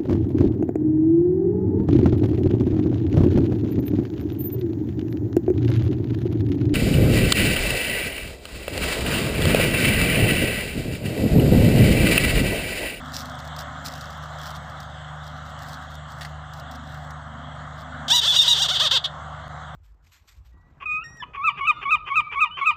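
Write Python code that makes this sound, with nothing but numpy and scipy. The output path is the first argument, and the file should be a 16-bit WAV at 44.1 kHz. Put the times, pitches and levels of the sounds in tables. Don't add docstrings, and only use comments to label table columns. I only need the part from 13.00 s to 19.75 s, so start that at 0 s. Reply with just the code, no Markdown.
import sys
import numpy as np
from scipy import signal
from scipy.fft import rfft, irfft, next_fast_len
from scipy.io import wavfile
from scipy.ndimage import uniform_filter1d, map_coordinates

SR = 44100
rng = np.random.default_rng(int(sys.argv[2]) if len(sys.argv) > 2 else 0)


def int16_out(signal):
    q = np.round(np.clip(np.atleast_2d(signal).T, -1, 1) * 32767)
    wavfile.write(sys.argv[1], SR, q.astype(np.int16))


N = 297675
TOP_HZ = 15600


def amp(db):
    return 10 ** (np.asarray(db) / 20)


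def unit(x):
    return x / np.sqrt(np.mean(x ** 2) + 1e-20)


def along(points, hz):
    f, v = np.transpose(points)
    return np.interp(np.log(hz + 1), np.log(f + 1), v)


def curves(rows):
    times, *columns = np.transpose(rows)
    return [np.interp(np.arange(N) / SR, times, column) for column in columns]


def wobble(rate):
    knots = rng.standard_normal(int(N * rate / SR) + 4)
    return map_coordinates(knots, [np.arange(N) * rate / SR])


def filtered(x, response):
    m = next_fast_len(N + SR // 2)
    return irfft(rfft(x, m) * response(np.fft.rfftfreq(m, 1 / SR)), m)[:N]


def resonances(modes):
    def response(f):
        total = 0
        for k, (centre, width, db) in enumerate(modes):
            mode = 1j * f * width / (centre * centre - f * f + 1j * f * width)
            total = total + (-1) ** k * amp(db) * mode
        return total
    return response


def noise(spectrum, patchy_db):
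    z = signal.stft(rng.standard_normal(N), nperseg=512)[2]
    field = uniform_filter1d(rng.standard_normal(z.shape), 6, 0)
    field = uniform_filter1d(field, 14, 1)
    patchy = signal.istft(z * amp(patchy_db * unit(field)), nperseg=512)[1][:N]
    return unit(filtered(patchy, lambda hz: amp(along(spectrum, hz))))


# f/Hz, width/Hz, gain/dB
THROAT_MODES = [(3173, 507, 11.5), (3596, 373, 15.5), (4740, 250, 6)]
CHEST_MODES = [(707, 840, -7.5), (1380, 950, -1.5), (1897, 110, -12.5)]
BEAK_MODES = [(5530, 520, 3), (7040, 1740, -2.5), (8520, 640, -2.5)]
BREATH_MODES = [(9400, 2500, -30), (13050, 2000, -24)]


def scream():
    pitch, level_db, rough, whistle_db, chest_db, beak_db = gesture()
    rough = np.clip(rough, 0, 1)
    jitter = (.009 + .08 * rough) * wobble(800)
    phase = 2 * np.pi * np.cumsum(pitch * (1 + jitter)) / SR

    flutter = amp(2 * wobble(70))
    pulses = np.zeros(N)
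    for k in range(1, 40):
        strength = np.roll(flutter, k * SR // 10)
        pulses += strength * np.cos(k * phase) * (k * pitch < TOP_HZ)
    whistle = amp(whistle_db) * np.cos(4 * phase)
    pulses = (pulses + whistle) * np.sqrt(pitch / SR)

    puffs = rng.standard_normal(N) * (1 + np.cos(phase)) ** 2 * 0.3
    effort = amp(level_db + 2 * rough * wobble(200))
    source = effort * (np.sqrt(1 - rough) * pulses + rough * puffs)

    throat = filtered(source, resonances(THROAT_MODES))
    chest = filtered(amp(chest_db) * source, resonances(CHEST_MODES))
    beak = filtered(amp(beak_db) * source, resonances(BEAK_MODES))
    hiss = amp(beak_db) * (0.2 + rough) * 4 * effort * puffs
    breath = filtered(hiss, resonances(BREATH_MODES))
    voiced = filtered(throat + chest - beak, lambda f: 1 / (1 + 1j * f / 9000) ** 3)
    return voiced + breath


# start t/s, start f/Hz, top t/s, top f/Hz,
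# roundness of the low turn, level/dB, dip at the top/dB, chest gain at the top/dB, beak opening/dB
SYLLABLES = [(5.078, 404, 5.148, 978, .75, -7, -1, 5, 1.5), (5.231, 432, 5.28, 701, 1.8, -5.5, 1.5, -1, 0),
             (5.337, 479.3, 5.376, 850, 1.8, -4.5, 1, -4, 1),
             (5.454, 482.4, 5.493, 881, 1.8, -7, 0, 0, 0.5), (5.562, 388.1, 5.622, 850, 1.5, -7, 4, 5.5, 1),
             (5.68, 400, 5.727, 751, 1.3, -6.5, 5, 7.5, -2),
             (5.783, 359.4, 5.836, 648, 1.5, -4.5, 2, 8, -1.5),
             (5.897, 330.2, 5.94, 538.7, 1.29, -2.5, 1.5, 1, -2),
             (6.01, 291.3, 6.052, 372.3, 1.75, -8, 0, -3, -3.5),
             (6.09, 290, 6.1, 291, 1.83, -9, -2, -8, -3)]
# start t/s, end t/s, first f/Hz, last f/Hz,
# starting level/dB, whistle level/dB, chest gain/dB, roughness (0-1)
HIGH_NOTES = [(5.151, 5.203, 981, 915, -5, 2.5, -2.5, 0.25),
              (5.276, 5.321, 879.6, 849, -9.5, 2.5, -2.5, 0.23),
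              (5.363, 5.388, 940.3, 987, -5, -2, -12, .1), (5.389, 5.414, 926, 897, -9, 10, -24, .08),
              (5.415, 5.433, 960.5, 887, -5, -8, -10, 0.16),
              (5.479, 5.537, 969.7, 939.4, -3.5, 5, -2.5, 0.17), (5.619, 5.638, 950, 944, -4, -7, -8, 0.09)]
# deepest t/s, reopening t/s, depth/dB
AIR_BREAKS = [(5.089, 5.099, 11), (5.208, 5.21, 14), (5.676, 5.681, 14), (5.785, 5.794, 10.5),
              (5.889, 5.907, 19.5), (5.991, 6.036, 30), (6.037, 6.04, 7)]
# onset t/s, close t/s
CALL_SPAN = (5.079, 6.07)
FADE_S, OPEN_S, JUMP_S = 0.013, .005, .004
CHEST_LOW_DB, CHEST_NARROW = -2, 3.3
SAG_DB, NOTE_SAG_DB_PER_S = 1.5, 65
BEAK_DB_PER_OCTAVE = 5.5
FREE_WHISTLE_DB, FREE_ROUGH = -17.5, .1
WHISTLE_HZ, WHISTLE_GAIN_DB = 810, 16


def gesture():
    t = np.arange(N) / SR
    start, low_hz, top, top_hz, roundness, level_db, dip_db, chest_db, beak_db = np.transpose(SYLLABLES)
    turns = np.ravel([start, top], order='F')
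    k = np.clip(np.searchsorted(turns, t) - 1, 0, len(turns) - 2)
    foot, crest = (k + 1) // 2, k // 2
    climb = np.clip((t - start[foot]) / (top[crest] - start[foot]), 0, 1)
    height = np.sin(np.pi / 2 * climb) ** roundness[foot]
    near_top = height ** CHEST_NARROW
    ebb_db = SAG_DB * np.where(foot > crest, 2 - climb, climb)

    arch_hz = low_hz[foot] + (top_hz[crest] - low_hz[foot]) * height
    arch_db = level_db[crest] - dip_db[crest] * near_top - ebb_db
    onset = 1 / (1 + np.exp((WHISTLE_HZ - arch_hz) / 40))
    whistle_db = FREE_WHISTLE_DB + WHISTLE_GAIN_DB * onset
    arch_chest_db = CHEST_LOW_DB + (chest_db[crest] - CHEST_LOW_DB) * near_top
    voice = np.array([arch_hz, arch_db, whistle_db, arch_chest_db, FREE_ROUGH + 0 * t])

    for s0, s1, first_hz, last_hz, *held in HIGH_NOTES:
        on = (t >= s0) & (t < s1)
        voice[0, on] = np.interp(t[on], [s0, s1], [first_hz, last_hz])
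        voice[1:, on] = np.array(held)[:, None]
        voice[1, on] -= NOTE_SAG_DB_PER_S * (t[on] - s0)
    pitch, level_db, whistle_db, chest_db, rough = uniform_filter1d(voice, round(JUMP_S * SR), axis=1)

    for s0, s1, depth_db in AIR_BREAKS:
        level_db = level_db - depth_db * np.interp(t, [s0 - FADE_S, s0, s1, s1 + OPEN_S], [0, 1, 1, 0])
    begin, close = CALL_SPAN
    level_db = level_db - 80 * np.interp(t, [begin - .002, begin + .002], [1, 0])
    level_db = level_db - 25 * np.clip((t - close) / FADE_S + 1, 0, 9) ** 2
    opening_db = np.interp(t, top, beak_db) + BEAK_DB_PER_OCTAVE * np.log2(pitch / 600)
    return pitch, level_db, rough, whistle_db, chest_db, opening_db


# f/Hz, 60 dB decay time t/s
DECAY_TIMES = [(400, 0.1), (3500, 0.11), (12000, 0.013)]


def echo(x):
    hz, t, z = signal.stft(rng.standard_normal(SR // 4), SR, nperseg=256)
    decay_db = -60 * t / along(DECAY_TIMES, hz)[:, None]
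    tail = signal.istft(z * amp(decay_db), SR, nperseg=256)[1]
    delayed = np.pad(x, (200, 0))
    return signal.fftconvolve(delayed, tail / np.linalg.norm(tail))[:N]


# middle t/s, half length t/s, level/dB before the high-pass
RUSTLE_SPELLS = [(0.085, 0.035, -51), (0.179, 0.043, -34.5), (0.29, 0.058, -50), (0.4, .02, -54),
                 (.465, .025, -61), (0.605, 0.021, -39), (0.868, 0.02, -33.5), (.97, 0.09, -45.5),
                 (1.125, 0.068, -56), (1.248, 0.022, -51), (1.465, 0.057, -42), (1.558, 0.023, -46),
                 (1.823, 0.025, -55), (2.265, .025, -54), (2.482, .035, -55), (2.62, 0.035, -51.5),
                 (2.717, 0.046, -41.5), (2.83, .03, -55), (2.94, 0.042, -52.5), (3.113, 0.025, -52),
                 (3.234, 0.061, -48), (3.57, 0.034, -49.5), (3.733, .03, -52), (3.95, 0.1, -56),
                 (4.8, 0.029, -50)]
# f/Hz, relative level/dB
DRY_SPECTRUM = [(1760, 5.5), (3000, -10), (3870, 1.5), (5760, 0), (6660, -8), (7690, -5.5), (8700, -14.5),
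                (10600, -12.5), (11700, -14), (14600, -8), (15500, -26)]
# t/s, starting level/dB before colouring
TICK_EVENTS = [(0.1364, -28), (0.1426, -23), (0.1684, -27.5), (0.2558, -30), (0.2967, -33.5), (0.39, -34),
               (0.4509, -35), (0.4753, -33), (0.5641, -29), (0.5881, -27), (0.85, -29), (0.8611, -19.5),
               (0.9188, -32.5), (0.9537, -32), (1.0101, -29.5), (1.1044, -33), (1.2241, -41), (1.3862, -36),
               (1.5055, -32), (1.6975, -38), (1.8028, -32), (2.6219, -34), (2.6848, -31), (3.1193, -35.5),
               (3.5354, -32.5), (3.5982, -32), (3.713, -34.5), (3.7564, -36), (3.9439, -38),
               (4.1066, -35.5)]
# t/s, starting level/dB before the resonances
SCRAPE_EVENTS = [(3.2096, -24.5), (3.2164, -24), (3.228, -28), (3.249, -24.5)]
# f/Hz, width/Hz, gain/dB
SCRAPE_MODES = [(1870, 770, 4.0), (3580, 450, 1), (4370, 660, -0.5), (8900, 5500, -26)]


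def rustle():
    t = np.arange(N) / SR
    spells = sum(amp(db) * np.exp(-np.abs((t - s) / half) ** 3) for s, half, db in RUSTLE_SPELLS)
    trickle = amp(-58.5 - 3.7 * t + 5.5 * wobble(8.65))
    snaps = (rng.random(N) < 180 / SR) * amp(6.8 * rng.standard_normal(N))
    grain = 0.5 + signal.lfilter([1], [1, -amp(-60 / (0.0086 * SR))], snaps)
    crackle = unit(noise(DRY_SPECTRUM, patchy_db=1.5) * grain)
    ticks = filtered(bursts(TICK_EVENTS, t60=0.029), lambda hz: amp(along(DRY_SPECTRUM, hz)))
    scrapes = filtered(bursts(SCRAPE_EVENTS, t60=0.048), resonances(SCRAPE_MODES))
    bright = filtered((spells + trickle) * crackle + ticks, lambda hz: hz > 2200)
    return bright + scrapes


def bursts(events, t60):
    out, t = np.zeros(N), np.arange(SR // 30) / SR
    for s, db in events:
        out[round(s * SR):][:len(t)] += amp(db - 60 * t / t60) * rng.standard_normal(len(t))
    return out


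# multiple of the turning rate, rms level/dB, waver/dB
ENGINE_ORDERS = [(3, -43.5, 1.2), (4, -55, 2.5), (5, -56, 2.5), (6, -43.5, 1.5), (30, -56, 3)]
# middle t/s, half length t/s, level/dB
ORDER_SWELLS = [(.1, .3, -46), (.82, 0.15, -48.5), (2.8, 0.33, -58), (3.752, 0.13, -46.5),
                (4.417, 0.19, -47), (5.051, 0.15, -46)]
TURN_HZ, SWELL_REST_DB = 25.02, -65.5


def engine():
    turn = 2 * np.pi * np.cumsum(TURN_HZ * (1 + .004 * wobble(3.3))) / SR
    hum = np.zeros(N)
    for k, db, waver in ENGINE_ORDERS:
        hum += amp(db + waver * wobble(8)) * np.sin(k * turn + 2 * np.pi * rng.random())
    swell = sum(amp(db + 4 * wobble(9)) * np.sin(k * turn) for k, db in [(9, -8), (10, -2), (11, -9)])
    t = np.arange(N) / SR
    level = amp(SWELL_REST_DB) + sum(amp(db) * np.exp(-((t - s) / half) ** 2) for s, half, db in ORDER_SWELLS)
    return np.sqrt(2) * (hum + level * swell)


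# t/s, body level/dB, hiss level/dB
RUSH_LEVELS = [(0, -37.5, -49), (.8, -38, -50), (1.8, -38.5, -50.5), (3, -40.5, -51.5), (4.3, -40.5, -54.5),
               (4.9, -38, -53), (6.1, -38, -51), (6.75, -39.5, -54)]
# f/Hz, relative level/dB
BODY_SPECTRUM = [(15, -55), (45, -16.5), (65, -17.5), (120, -8), (200, -14.5), (270, -20.5), (400, -34.5),
                 (540, -15.5), (720, -9), (900, -15), (1250, -8.5), (1750, -16.5), (2100, -22),
                 (2450, -30.5), (3000, -97)]
HISS_SPECTRUM = [(2000, -47), (2500, -8), (3300, 7), (4200, -5.5), (5000, -16.5), (6500, -10), (8000, -9),
                 (9000, -29), (11000, -98), (16000, -77)]


def rush():
    body_db, hiss_db = curves(RUSH_LEVELS)
    drift_db = .5 * wobble(4.39)
    body = amp(body_db + drift_db) * noise(BODY_SPECTRUM, patchy_db=1.5)
    hiss = amp(hiss_db + drift_db) * noise(HISS_SPECTRUM, patchy_db=2.5)
    return body + hiss


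def scene():
    bird = scream()
    answer = amp(-14) * echo(bird)
    return (bird + answer + rustle() + engine() + rush())[None]


# start t/s, length t/s
DROPOUT = (6.482, .015)
# f/Hz, width/Hz, share/dB
HOUSING_BANDS = [(2380, 450, -1.5), (11400, 1900, -1)]


def record(dry):
    power = uniform_filter1d(dry[0] ** 2, size=6000, origin=2900)
    loud_db = 10 * np.log10(np.abs(power) + 1e-12)
    gain = amp(-.25 * np.clip(loud_db + 29, 0, None))
    start, length = DROPOUT
    since = np.arange(N) / SR - start
    gain = gain * np.where(since < 0, 1, np.clip(since / length, 0, 1))

    def housing(hz):
        return np.prod([1 - resonances([band])(hz) for band in HOUSING_BANDS], axis=0) * (hz < TOP_HZ)
    return filtered(gain * dry[0], housing)[None]


dry = scene()
out = record(dry)
int16_out(out)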